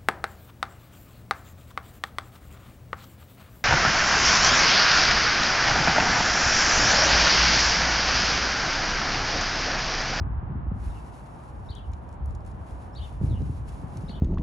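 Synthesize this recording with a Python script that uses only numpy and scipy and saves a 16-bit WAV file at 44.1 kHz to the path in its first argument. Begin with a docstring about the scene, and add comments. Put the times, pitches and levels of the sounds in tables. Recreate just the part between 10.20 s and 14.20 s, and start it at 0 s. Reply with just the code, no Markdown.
"""Hens dust-bathing in a yard

Close below the microphone, two hens shuffle and ruffle their feathers in dry soil, flicking up
crumbs that tick as they land. A small bird chirps three times from the trees on the left, with fainter
falling notes farther off. Distant traffic hums; light wind rumbles and thumps on the microphone."""
import sys
import numpy as np
from scipy import signal
from scipy.fft import rfft, irfft, next_fast_len
from scipy.io import wavfile
from scipy.ndimage import uniform_filter1d, map_coordinates

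SR = 44100
rng = np.random.default_rng(int(sys.argv[2]) if len(sys.argv) > 2 else 0)


def put_to_file(sound):
    """Save the sound as 16-bit audio at rate SR, in the file named by the first command-line argument."""
    columns = np.atleast_2d(sound).T  # one column per channel
    safe = np.clip(columns, -1, 1)
    whole_steps = np.round(safe * 32767)
    wavfile.write(sys.argv[1], SR, whole_steps.astype(np.int16))


N = 176400

# Levels in the tables are relative: each source sets its own gain on top.
# feathers rubbing over soil: time_s, level_db
FEATHER_LEVEL = [(0, -102), (.5, -100), (.58, -72), (.66, -64), (.82, -67), (1.05, -68.5), (1.3, -73),
                 (1.6, -76), (1.69, -77), (1.86, -81), (1.94, -74), (2.02, -93), (2.1, -72), (2.17, -88),
                 (2.27, -70), (2.33, -75.5), (2.42, -76.5), (2.51, -68), (2.56, -72), (2.63, -67.5),
                 (2.71, -75.5), (2.87, -64.5), (2.93, -70), (3.01, -73), (3.06, -62.5), (3.11, -70),
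                 (3.19, -71.5), (3.27, -66.5), (3.36, -68.5), (3.44, -76), (3.5, -62), (3.55, -68.5),
                 (3.61, -64.5), (3.66, -72.5), (3.73, -65), (3.85, -67.5), (4, -76)]
# tone of the swish: frequency_hz, density_db
FEATHER_SPECTRUM = [(600, -16), (1500, 11), (2600, 8.5), (4000, 4.5), (5500, 3.5), (7400, 2), (8300, 6.5),
                    (9900, 3.5), (11200, 1.5), (12300, -12), (13200, -17.5), (14200, -19), (15200, -29)]
# left-right likeness of the swish: frequency_hz, coherence
FEATHER_COHERENCE = [(2000, 0.35), (4000, 0.45), (6500, 1), (7600, 0.57), (8300, 0.98), (10000, 0.87),
                     (10700, .99)]
# crumbs and twigs ticking: start_s, peak_db, centre_hz, t60_s
CRUMB_TICKS = [(1.505, -52, 9000, .012), (1.552, -45.5, 6960, .012), (1.718, -59, 8000, 0.019),
               (1.734, -51.5, 6790, 0.033), (1.734, -53, 2760, 0.022), (1.891, -52, 5930, 0.0088),
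               (1.928, -54, 6500, .009), (1.942, -58, 7000, .012), (2.059, -47, 10000, 0.013),
               (2.108, -59, 6500, 0.018), (2.150, -51, 6140, 0.031), (2.206, -59, 3900, .009),
               (2.251, -54, 11000, .01), (2.263, -52, 9500, 0.025), (2.275, -55, 7000, .026),
               (2.315, -57, 5500, .009), (2.75, -53, 5900, 0.012), (3.22, -50.5, 5200, 0.012),
               (3.772, -42.5, 6640, .013), (3.894, -45, 2400, 0.019)]
# tone shared by all ticks: frequency_hz, gain_db
CRUMB_COLOUR = [(2000, 7), (9000, 3.5), (11500, -1.5), (13500, -17), (16000, -14)]
# how far the left microphone port leads for sound from the hens: frequency_hz, phase_rad
LEFT_PORT_LEAD = [(0, 1), (1800, -1.5), (3300, 2.5), (3900, 0.64), (4900, 0.87), (5900, 0.47), (7000, 0.5),
                  (8100, -3), (9200, -4.5), (10500, -6), (11600, -26), (12700, 5.5), (14100, -21),
                  (15000, -7)]

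# one chirp, a thin lead-in then a high and a lower arch: offset_s, pitch_hz, level_db
CHIRP_SHAPE = [(-.024, 5450, -26), (-.006, 5200, -17), (-.002, 5250, -35), (0, 3500, -20), (.005, 3820, 0),
               (.011, 4050, 0), (.016, 4400, -4), (.022, 4520, -1), (.027, 4150, -4), (.031, 3500, -4),
               (.036, 2950, -8), (.044, 3100, -9), (.052, 2800, -14), (.061, 3050, -5), (.069, 3280, -9),
               (.076, 3560, -4), (.082, 3730, -4), (.088, 3150, -4), (.098, 2950, -9), (.114, 2500, -20)]
# chirps from the trees: time_s, level_db, length_ratio
NEAR_CHIRPS = [(1.485, -51, 1.01), (2.751, -49, 0.99), (3.88, -50.5, .97)]
# falling notes farther off: start_s, length_s, start_hz, end_hz, level_db
FAR_NOTES = [(0.696, 0.03, 4220, 3650, -68), (0.749, 0.038, 3100, 2580, -61.5),
             (1.62, 0.046, 3300, 2750, -65.5), (3.089, .048, 4350, 3450, -63),
             (3.132, 0.046, 3300, 2750, -60)]

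# deep wind rumble on the microphone: time_s, level_db
WIND_RUMBLE_LEVEL = [(0, -32), (.1, -31.5), (.42, -36), (.7, -31), (.85, -46), (1.26, -48.5), (1.36, -39),
                     (1.5, -38), (1.57, -41.5), (1.7, -34.5), (1.84, -42.5), (1.96, -39.5), (2.13, -30),
                     (2.19, -40.5), (2.4, -35), (2.48, -47), (2.55, -37), (2.73, -43.5), (2.81, -30.5),
                     (2.87, -40.5), (2.98, -32), (3.08, -27), (3.3, -33), (3.5, -36.5), (3.65, -41),
                     (4, -39)]
# tone of the rumble: frequency_hz, density_db
RUMBLE_SPECTRUM = [(12, -40), (25, -18.5), (45, 4.5), (65, 9), (95, 3.5), (130, -4), (200, -29),
                   (400, -78.5), (1500, -120)]
# wind flutter above the rumble: time_s, level_db
WIND_FLUTTER_LEVEL = [(0, -40), (.12, -40), (.2, -46.5), (.3, -36.5), (.52, -41), (.7, -44.5), (.88, -48.5),
                      (1.4, -49), (1.7, -52.5), (2.1, -46.5), (2.6, -49), (3.0, -46.5), (3.04, -30),
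                      (3.15, -39), (3.22, -36.5), (3.38, -45), (3.58, -43), (3.8, -40.5), (4, -40.5)]
# tone of the flutter: frequency_hz, density_db
FLUTTER_SPECTRUM = [(15, -57), (50, -59.5), (100, -3.5), (140, -1), (200, -6.5), (300, -13), (450, -25.5),
                    (800, -55.5), (2000, -75), (5000, -120)]
# left-right likeness of the wind: frequency_hz, coherence
WIND_COHERENCE = [(30, 1), (100, 0.74), (300, 0.55)]
# sudden puffs on the microphone: start_s, level_db, mid_pitch_hz
WIND_PUFFS = [(0.011, -18.5, 81.5), (0.067, -24.5, 125.4), (0.134, -26, 84.5), (.229, -26, 150),
              (0.297, -26, 150), (.311, -28, 150), (0.357, -23, 80), (.466, -27.5, 200), (.471, -19, 68),
              (.516, -22.5, 171), (0.561, -24, 76), (0.665, -26.5, 64), (1.499, -27, 88.5),
              (1.694, -30.5, 100), (3.013, -18.5, 160), (3.033, -19.5, 130), (3.064, -30, 195),
              (3.074, -22.5, 100), (3.094, -25.5, 125), (3.111, -21, 105), (3.127, -18, 98),
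              (3.147, -28, 185), (3.175, -29.5, 170), (3.187, -26.5, 90), (3.205, -24.5, 175),
              (3.217, -22.5, 160), (3.232, -31, 185), (3.247, -32, 115), (3.296, -20, 116),
              (3.635, -29, 142), (3.758, -31, 137), (3.787, -29, 104), (3.837, -24.5, 160),
              (3.897, -29, 201)]

# hum of distant traffic: time_s, level_db
HUM_LEVEL = [(0, -51), (.5, -48), (1.2, -46.5), (1.8, -47), (2.6, -46), (3.3, -47), (4, -45)]
# tone of the hum: frequency_hz, density_db
HUM_SPECTRUM = [(15, -17), (30, -4.5), (100, 7), (250, 2), (480, -1), (700, 3), (950, 2.5), (1250, -5.5),
                (1600, -10.5), (2000, -19), (3000, -26), (4500, -37), (6000, -46.5), (11000, -52),
                (14000, -65.5)]
# tyres of one louder vehicle: frequency_hz, density_db
TYRE_SPECTRUM = [(100, -45.5), (400, -31.5), (750, 2.5), (1000, 2), (1450, -5.5), (2000, -16), (3000, -29),
                 (6000, -72), (12000, -92)]
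# left-right likeness of the traffic: frequency_hz, coherence
TRAFFIC_COHERENCE = [(100, 1), (300, 0.8), (600, 0.028), (1200, -0.098), (3000, 0.23)]


def hens():
    """Feathers and crumbs close below the microphone reach its two ports out of step."""
    ticks = filtered(crumbs(), lambda hz: amp(along(CRUMB_COLOUR, hz)))
    port_shift = lambda hz: np.exp(.5j * along(LEFT_PORT_LEAD, hz) * np.array([[1], [-1]]))
    return filtered(feathers() + ticks, port_shift)


def feathers(grains_per_s=830, spread_db=2.5, grain_db=-4.5, gain_db=5, flicker_db=1.94):
    """Feathers rub over dry soil: a soft swish with fine grains of dust in it."""
    grains = (rng.random(N) < grains_per_s / SR) * rng.choice([-1, 1], (2, N))
    sizes = amp(spread_db * np.minimum(rng.exponential(size=N), 4))
    friction = noise() + amp(grain_db) * unit(grains * sizes)
    swish = coloured(friction, FEATHER_SPECTRUM, FEATHER_COHERENCE)
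    return amp(curve(FEATHER_LEVEL) + gain_db + flicker_db * wobble(45)) * swish


def crumbs(width_octaves=.66, gain_db=-.5):
    """Each crumb lands with a dry tick around its own pitch, from a sharp snap to a short crunch."""
    track, t = np.zeros((2, N)), np.arange(SR // 20) / SR
    hz = np.fft.rfftfreq(len(t), 1 / SR) + 1
    for start_s, peak_db, centre_hz, t60_s in CRUMB_TICKS:
        band = 1 / (1 + (np.log2(hz / centre_hz) / width_octaves) ** 2)
        tick = irfft(rfft(rng.standard_normal(len(t))) * band, len(t)) * amp(-60 * t / t60_s)
        tick *= amp(peak_db + gain_db) / np.abs(tick).max()
        add(track, start_s, yard(tick, wet_db=-13))
    return track


def near_bird():
    """A small bird in the trees whistles one chirp shape three times, barely varying its length."""
    track = np.zeros((2, N))
    offsets, pitches, levels = np.transpose(CHIRP_SHAPE)
    for time_s, level_db, length_ratio in NEAR_CHIRPS:
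        t = np.arange(offsets[0], offsets[-1], 1 / SR / length_ratio)
        gain = amp(level_db + np.interp(t, offsets, levels))
        add(track, time_s + offsets[0], whistle(np.interp(t, offsets, pitches), gain, wet_db=-3.5))
    return track


def far_bird(ease=1.8):
    """Farther off, soft whistled notes fall and level out."""
    track = np.zeros((2, N))
    for start_s, length_s, start_hz, end_hz, level_db in FAR_NOTES:
        progress = np.linspace(0, 1, int(length_s * SR))
        hz = end_hz + (start_hz - end_hz) * (1 - progress) ** ease
        swell = np.sqrt(np.abs(np.sin(np.pi * progress)))
        add(track, start_s, whistle(hz, amp(level_db) * swell, wet_db=-4))
    return track


def whistle(hz, gain, wet_db, rasp_depth=.026, rasp_hz=700, glide_s=.003):
    """A slightly raspy whistle that turns smoothly, blurred by the yard's echoes."""
    rasp = 1 + rasp_depth * wobble(rasp_hz)[:len(hz)]
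    glide = uniform_filter1d(hz, int(glide_s * SR))
    tone = gain * np.sin(2 * np.pi * np.cumsum(glide * rasp) / SR)
    return fences(yard(tone, wet_db))


def wind(rumble_db=1, flutter_db=.5, lump_db=2.5, slap_db=-9.5, slap_ratio=1.9):
    """Light wind on the microphone: a deep rumble, a lumpy flutter and short puffs."""
    rumble = coloured(noise(), RUMBLE_SPECTRUM, WIND_COHERENCE)
    rumble *= amp(curve(WIND_RUMBLE_LEVEL) + rumble_db)
    flutter = coloured(noise() * amp(lump_db * wobble(50)), FLUTTER_SPECTRUM, WIND_COHERENCE)
    flutter *= amp(curve(WIND_FLUTTER_LEVEL) + flutter_db)
    puffs = np.zeros(N)
    for start_s, level_db, hz in WIND_PUFFS:
        slap = amp(slap_db) * puff(hz * slap_ratio)  # a shorter, higher onset
        add(puffs, start_s, amp(level_db) * (puff(hz) + slap))
    return rumble + flutter + puffs


def puff(mid_hz, rise_cycles=.68, sag=.51):
    """Air thumps the microphone: a few low cycles swell quickly, sag in pitch and die."""
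    age = mid_hz * np.arange(SR // 8) / SR / rise_cycles  # 1 at the top of the swell
    hz = mid_hz * (1 + sag * (2 * np.exp(-age / 2) - 1))
    return age * np.exp(1 - age) * np.sin(2 * np.pi * np.cumsum(hz) / SR)


def traffic(swell_db=.6, leaving_db=-46.5, fade_db_per_s=8.5):
    """A wide, soft hum of far-off tyres, with one vehicle drawing away."""
    hum_gain = amp(curve(HUM_LEVEL) + swell_db * wobble(6.73))
    hum = hum_gain * coloured(noise(), HUM_SPECTRUM, TRAFFIC_COHERENCE)
    fade = amp(leaving_db - fade_db_per_s * np.arange(N) / SR)
    return hum + fade * coloured(noise(), TYRE_SPECTRUM, TRAFFIC_COHERENCE)


def yard(x, wet_db, t60_s=.32):
    """Trees and fences scatter a short stereo tail behind the direct sound."""
    t = np.arange(SR // 2) / SR
    echoes = rng.standard_normal((2, len(t))) * amp(-60 * t / t60_s)
    echoes *= amp(wet_db) / np.linalg.norm(echoes[0])
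    echoes[:, 0] += 1
    return signal.fftconvolve(x[None], echoes, axes=1)


def fences(x, count=8, delay_range_s=(.003, .022), wet_db=-1):
    """Nearby fences and the ground add a few quick reflections, each from its own side."""
    echoes = np.zeros((2, SR // 10))
    echoes[:, 0] = 1
    delays = (rng.uniform(*delay_range_s, count) * SR).astype(int)
    sides = np.sqrt(rng.dirichlet([2, 2], count).T * 2)
    echoes[:, delays] += amp(wet_db) / np.sqrt(count) * sides * rng.choice([-1, 1], count)
    return signal.fftconvolve(x, echoes, axes=1)


def amp(db):
    """Decibels as a gain."""
    return 10 ** (np.asarray(db) / 20)


def unit(x):
    """Scale to rms 1."""
    return x / np.sqrt(np.mean(x ** 2) + 1e-20)


def along(rows, hz):
    """Read (frequency_hz, value) rows along a log frequency axis."""
    frequencies, values = np.transpose(rows)
    return np.interp(np.log(hz + 1), np.log(frequencies + 1), values)


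def curve(rows):
    """One value per sample from (time_s, value) rows."""
    return np.interp(np.arange(N) / SR, *np.transpose(rows))


def wobble(rate):
    """A smooth random curve, rate knots a second."""
    knots = rng.standard_normal(int(N * rate / SR) + 4)
    return map_coordinates(knots, [np.arange(N) * rate / SR])


def noise():
    """Two unrelated white noises."""
    return rng.standard_normal((2, N))


def filtered(x, response):
    """Pass x through a frequency response."""
    size = next_fast_len(N + SR // 2)
    return irfft(rfft(x, size) * response(np.fft.rfftfreq(size, 1 / SR)), size)[..., :N]


def coloured(pair, spectrum, coherence):
    """Two unrelated signals become a stereo sound of rms 1 with this spectrum and coherence."""
    def mid_side_gains(hz):
        angle = np.arccos(np.clip(along(coherence, hz), -1, 1)) / 2
        return amp(along(spectrum, hz)) * [np.cos(angle), np.sin(angle)]
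    mid, side = filtered(pair, mid_side_gains)
    return unit(np.array([mid + side, mid - side]))


def add(track, start_s, sound):
    """Mix a sound into the track at start_s."""
    i = max(0, round(start_s * SR))
    track[..., i:i + sound.shape[-1]] += sound[..., :N - i]


def pan(left_db):
    """Stereo gains with the left side louder by left_db."""
    return amp(np.array([[left_db], [-left_db]]) / 2)


def scene():
    """Hens close and near the centre, birds off to the left, traffic and wind all around."""
    return hens() * pan(1.2) + near_bird() * pan(5.5) + far_bird() * pan(5) + traffic() + wind()


def record(dry):
    """The recorder cuts off steeply at the top of its band."""
    top_hz = 15700
    return filtered(dry, lambda hz: 1 / np.sqrt(1 + (hz / top_hz) ** 60))


dry = scene()
out = record(dry)
put_to_file(out)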